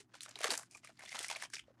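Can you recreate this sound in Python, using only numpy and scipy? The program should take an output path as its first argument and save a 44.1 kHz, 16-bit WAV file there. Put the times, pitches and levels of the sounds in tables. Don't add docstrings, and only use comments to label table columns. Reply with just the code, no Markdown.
import sys
import numpy as np
from scipy import signal
from scipy.fft import rfft, irfft
from scipy.io import wavfile

SR = 44100
rng = np.random.default_rng(int(sys.argv[2]) if len(sys.argv) > 2 else 0)


def gain_from_db(level_db):
    decades = np.asarray(level_db, float) / 20
    return 10 ** decades


def dump(signal):
    limited = np.clip(np.atleast_2d(signal).T, -1, 1)
    pcm = np.round(limited * 32767).astype(np.int16)
    wavfile.write(sys.argv[1], SR, pcm)


N = 79380

# low_hz, high_hz
PLASTIC_BANDS = [(560, 1800), (1500, 6910), (4500, 9860)]


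def rms_one(x):
    return x / np.sqrt(np.mean(x ** 2) + 1e-20)


def band(x, low_hz, high_hz):
    sos = signal.butter(3, [low_hz, high_hz], "band", fs=SR, output="sos")
    return signal.sosfilt(sos, x + 1e-18)


def drift(rate_hz):
    pole = np.exp(-2 * np.pi * rate_hz / SR)
    noise = rng.standard_normal(N + SR)
    settled = signal.lfilter([1], [1, -2 * pole, pole * pole], noise)[SR:]
    return rms_one(settled)


def ring(clicks, hz, cycles):
    decay = gain_from_db(-60 * hz / (cycles * SR))
    turn = 2 * np.pi * hz / SR
    return signal.lfilter([0, np.sin(turn)], [1, -2 * decay * np.cos(turn), decay ** 2], clicks + 1e-18)


def snaps():
    # start_s, middle_peak_db, ring_hz, dull_mean_db, bright_mean_db
    buckles = [(0.141, -47.5, 1440, -56.5, -73), (0.152, -39, 980, -53.5, -56),
               (0.2066, -35, 4020, -75, -37.5), (0.2323, -31.5, 8100, -60, -38),
               (0.2605, -38, 1390, -50, -50), (0.2829, -46, 1530, -55, -63),
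               (0.2914, -46, 7230, -59, -44.5), (0.3098, -40.5, 1110, -65, -60),
               (0.356, -35, 4100, -58, -44), (0.3645, -48, 5020, -73, -78), (0.374, -49, 2310, -71, -64),
               (0.389, -37.5, 2570, -43.5, -35.5), (0.4057, -31.5, 723, -41.5, -40),
               (0.4148, -28, 1605, -50, -35), (0.432, -45, 1630, -42, -36),
               (0.4405, -28.5, 1194, -41.5, -33), (0.4424, -16.5, 1664, -29, -28),
               (0.4473, -23, 477, -36.5, -32), (0.4554, -29, 930, -39.5, -33), (0.468, -37, 1870, -47, -42),
               (0.5038, -21.5, 4630, -39, -24.5), (0.5136, -32, 4430, -53, -26),
               (0.5168, -37, 2970, -35.5, -28), (0.5215, -47, 474, -41.5, -30),
               (0.5396, -24.5, 1780, -36, -31), (0.5522, -28, 910, -51, -31),
               (0.576, -37, 7370, -44.5, -29), (0.589, -39.5, 8400, -48.5, -45.5),
               (0.595, -35.5, 1150, -51.5, -36), (0.631, -49, 1600, -56.5, -46),
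               (0.711, -61, 6170, -75, -47), (0.748, -60, 1170, -66, -48), (0.7704, -54, 7460, -77, -51.5),
               (0.8332, -56, 2260, -58, -72), (0.846, -43, 1230, -56.5, -43),
               (0.8728, -42.5, 2200, -58, -50), (0.8924, -48, 670, -56, -56.5),
               (0.9731, -55.5, 4700, -72, -65), (0.9923, -44.5, 2090, -54, -45),
               (1.0185, -52, 2130, -53.5, -56), (1.028, -50, 2140, -55, -58), (1.0355, -43, 976, -50, -60),
               (1.0506, -49, 2130, -56, -44), (1.058, -42, 3400, -66, -53), (1.0772, -45, 2190, -65, -58),
               (1.0912, -40, 5660, -62.5, -52.5), (1.118, -38.5, 2120, -49, -48.5),
               (1.1271, -34, 2170, -48, -41.5), (1.1448, -40, 2170, -40.5, -47),
               (1.1575, -35.5, 3730, -38.5, -52), (1.1662, -46.5, 1550, -53.5, -56),
               (1.1794, -49, 1500, -51, -55), (1.1904, -31, 3440, -44, -25), (1.2019, -40, 590, -48, -59),
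               (1.2174, -47.5, 1610, -50, -48.5), (1.2287, -32, 7900, -56, -40.5),
               (1.2443, -32.5, 1910, -43.5, -45.5), (1.2662, -44, 5930, -54, -40),
               (1.283, -34.5, 5900, -62, -29.5), (1.2996, -25, 1038, -43.5, -37),
               (1.3114, -23.5, 918, -41, -35.5), (1.3225, -38.5, 2170, -46, -48.5),
               (1.3493, -40, 4540, -46, -53), (1.3585, -33, 2340, -42, -52),
               (1.3655, -42.5, 3160, -46, -41), (1.4232, -31, 1810, -42, -32.5),
               (1.4335, -44, 1060, -49, -52.5), (1.4501, -43, 3250, -48, -51),
               (1.4552, -46.5, 3100, -56, -64.5), (1.501, -64.5, 1640, -64, -46.5),
               (1.5361, -35.5, 2180, -53, -33), (1.5441, -35.5, 5600, -65, -50.5),
               (1.5539, -36, 5200, -74, -70), (1.5653, -35.5, 2580, -51, -60),
               (1.5827, -43, 2460, -63, -60), (1.5928, -38.5, 3230, -68, -75),
               (1.6377, -64, 3230, -70.5, -76)]
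    cracks_per_snap, first_crack_s, gap_s = 4, .0006, .0014
    crack_loss_db, crack_spread_db = 3.5, 3.5
    shiver_db, shiver_rise_s, shiver_t60_s = -17, 0.00063, .015
    crest_db = 3
    ring_cycles = 16
    size = SR // 16
    t, k = np.arange(size) / SR, np.arange(cracks_per_snap)
    shiver_shape = gain_from_db(shiver_db - 60 * t / shiver_t60_s) * (1 - np.exp(-t / shiver_rise_s))
    out = np.zeros(N + size)
    for start_s, middle_db, hz, dull_db, bright_db in buckles:
        gaps = rng.uniform(0.72, 1.6, len(k))
        crack_s = first_crack_s + gap_s * (np.cumsum(gaps) - gaps[0])
        heights = gain_from_db(crack_spread_db * rng.standard_normal(len(k)) - crack_loss_db * k)
        cracks = np.zeros(size)
        cracks[(SR * crack_s).astype(int)] = (-1.) ** k * heights
        burst = cracks + shiver_shape * rng.standard_normal(size)

        peaks_db = [dull_db + crest_db, middle_db, bright_db + crest_db]
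        snap = np.zeros(size)
        for (low, high), peak_db in zip(PLASTIC_BANDS, peaks_db):
            part = band(burst, low, high)
            snap += gain_from_db(peak_db) * part / np.abs(part).max()

        tone = band(ring(burst, hz, ring_cycles), hz / 2, hz * 2)
        tone_db = peaks_db[np.searchsorted([high for _, high in PLASTIC_BANDS[:2]], hz)]
        snap += gain_from_db(tone_db) * tone / np.abs(tone).max()
        i = int(start_s * SR)
        out[i:i + size] += snap
    return out[:N]


def pips():
    # start_s, peak_db, pitch_hz
    squeezes = [(0.7469, -44.5, 2416), (0.998, -54.5, 2100), (1.006, -49.5, 1630), (1.0913, -47.5, 2120),
                (1.287, -40.5, 2280)]
    size = int(.007 * SR)
    out = np.zeros(N)
    for start_s, peak_db, hz in squeezes:
        i = int(start_s * SR)
        tone = np.sin(2 * np.pi * hz * np.arange(size) / SR)
        out[i:i + size] += gain_from_db(peak_db) * np.hanning(size) * tone
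    return out


def bumps():
    # start_s, peak_db, pitch_hz
    knocks = [(0.002, -58, 407), (.31, -64, 264), (0.363, -57, 400), (0.444, -46.5, 320), (0.489, -41, 388),
              (0.515, -46, 298), (1.142, -58, 233), (1.54, -59, 405), (1.61, -72.5, 61),
              (1.681, -54.5, 553), (1.704, -58, 533)]
    out = np.zeros(N)
    for start_s, peak_db, hz in knocks:
        i, size = int(start_s * SR), int(SR / hz)
        push = np.zeros(N)
        push[i:i + size] = np.hanning(size) * np.sin(2 * np.pi * np.arange(size) / size)
        tone = ring(push, hz, cycles=25)
        out += gain_from_db(peak_db) * tone / np.abs(tone).max()
    return out


def rubbing():
    # time_s, middle_db, dull_db, bright_db
    rub_levels = [(0, -55.5, -66, -58.5), (0.029, -75, -83.5, -73.5), (.07, -98, -83, -103),
                  (0.133, -76, -79.5, -94), (0.142, -59.5, -62.5, -69), (.17, -63.5, -76, -67),
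                  (0.201, -69, -82, -97), (0.209, -69, -92, -54.5), (0.254, -58, -95, -57.5),
                  (.275, -70, -66.5, -77), (.33, -63.5, -69, -76), (0.353, -69, -88, -99),
                  (0.359, -88, -56, -63), (0.382, -60, -73, -69), (.43, -47, -49.5, -52),
                  (0.452, -42.5, -47.5, -53), (0.493, -50, -53, -57), (0.518, -42, -44.5, -39),
                  (.56, -51, -61.5, -50.5), (0.619, -71.5, -62.5, -62.5), (0.667, -77, -99, -72.5),
                  (.68, -82, -83, -91), (0.707, -89, -86, -82), (0.715, -93, -78, -65),
                  (0.786, -72, -80, -66.5), (.81, -83, -81, -83), (.83, -76, -83, -92),
                  (0.847, -65, -108, -59.5), (0.901, -66.5, -61.5, -75.5), (.94, -83, -91, -81),
                  (.985, -74, -80, -82), (0.994, -65.5, -63, -70), (1.11, -60, -85, -60.5),
                  (1.146, -49.5, -54.5, -55), (1.25, -53, -67, -50), (1.28, -57, -77, -61.5),
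                  (1.318, -46, -57, -50), (1.343, -60.5, -61.5, -64.5), (1.44, -50.5, -67.5, -53),
                  (1.485, -81, -84, -80.5), (1.53, -65.5, -105, -64), (1.538, -37, -83, -50.5),
                  (1.56, -62, -88, -59.5), (1.598, -66, -91, -61), (1.634, -85.5, -87, -94),
                  (1.681, -81.5, -79, -102), (1.782, -91, -79, -104), (1.8, -69, -64.5, -80)]
    # start_s, end_s, pitch_hz, level_db
    air_pockets = [(0.202, 0.36, 1260, -75), (0.746, 0.776, 1180, -69.5), (0.704, .79, 2450, -70.5),
                   (0.833, 0.868, 2560, -61.5), (0.978, 1.106, 2130, -63.5), (1.154, 1.257, 2140, -62)]
    grains_per_s, grain_cycles, grain_spread_db = 2200, 5, 4
    clump_rate_hz, clump_db = 91, 3.5
    hiss_share = 0.43
    pitches = 8
    pocket_cycles, gape_s = 18, 0.0083
    t = np.arange(N) / SR
    time_s, middle_db, dull_db, bright_db = np.transpose(rub_levels)

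    heights = gain_from_db(grain_spread_db * np.minimum(rng.exponential(1, N), 4)) * rng.choice([-1, 1], N)
    clump = gain_from_db(clump_db * drift(clump_rate_hz))
    born = rng.random(N) < grains_per_s * clump / SR
    clicks = heights * born
    pitch_index = rng.integers(0, pitches, N)

    out = np.zeros(N)
    for (low, high), level_db in zip(PLASTIC_BANDS, (dull_db, middle_db, bright_db)):
        grains = np.zeros(N)
        for k, hz in enumerate(np.geomspace(low, high, pitches)):
            grains += ring(clicks * (pitch_index == k), hz, grain_cycles)
        crackle = rms_one(band(grains, low, high))
        hiss = rms_one(clump * band(rng.standard_normal(N), low, high))
        mix = np.sqrt(1 - hiss_share) * crackle + np.sqrt(hiss_share) * hiss
        out += gain_from_db(np.interp(t, time_s, level_db)) * mix

    for start_s, end_s, hz, level_db in air_pockets:
        gape = np.clip(np.minimum(t - start_s, end_s - t) / gape_s, 0, 1)
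        out += gain_from_db(level_db) * gape * rms_one(ring(clicks * clump, hz, pocket_cycles))
    return out


def reflections(x):
    t60_s, rise_s, wet_db = .1, 0.019, -15
    t = np.arange(SR // 3) / SR
    noise = rms_one(band(rng.standard_normal(len(t)), 270, 12200))
    tail = noise * gain_from_db(-60 * t / t60_s) * np.minimum(t / rise_s, 1)
    tail = tail / np.sqrt(np.sum(tail ** 2))
    return gain_from_db(wet_db) * signal.fftconvolve(x, tail)[:N]


def room_tone():
    # frequency_hz, density_db (per Hz)
    noise_colour = [(18, -38.5), (30, -6), (113, 5.5), (328, 8.5), (426, -3), (581, -55.5), (754, -29.5),
                    (1270, -30), (2370, -26.5), (15000, -30)]
    noise_db = -74.5
    hum_hz, hum_db, waver_db, waver_rate_hz = 120.5, -78, 1.5, 12.0
    colour_hz, colour_db = np.transpose(noise_colour)
    hz = np.maximum(np.fft.rfftfreq(N, 1 / SR), 1)
    colour = gain_from_db(np.interp(np.log(hz), np.log(colour_hz), colour_db))
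    noise = irfft(rfft(rng.standard_normal(N)) * colour, N)
    hum_level = np.sqrt(2) * gain_from_db(hum_db + waver_db * drift(waver_rate_hz))
    hum = hum_level * np.sin(2 * np.pi * hum_hz * np.arange(N) / SR)
    return gain_from_db(noise_db) * rms_one(noise) + hum


def scene():
    cards = snaps() + pips() + bumps()
    mix = cards + reflections(cards) + rubbing() + room_tone()
    return mix[None]


def low_pass(x):
    return signal.sosfilt(signal.butter(12, 16240, fs=SR, output="sos"), x)


def record(dry):
    rolloff = signal.butter(2, 15000, fs=SR, output="sos")
    finished = signal.sosfilt(rolloff, dry)
    return low_pass(finished)


dry = scene()
out = record(dry)
dump(out)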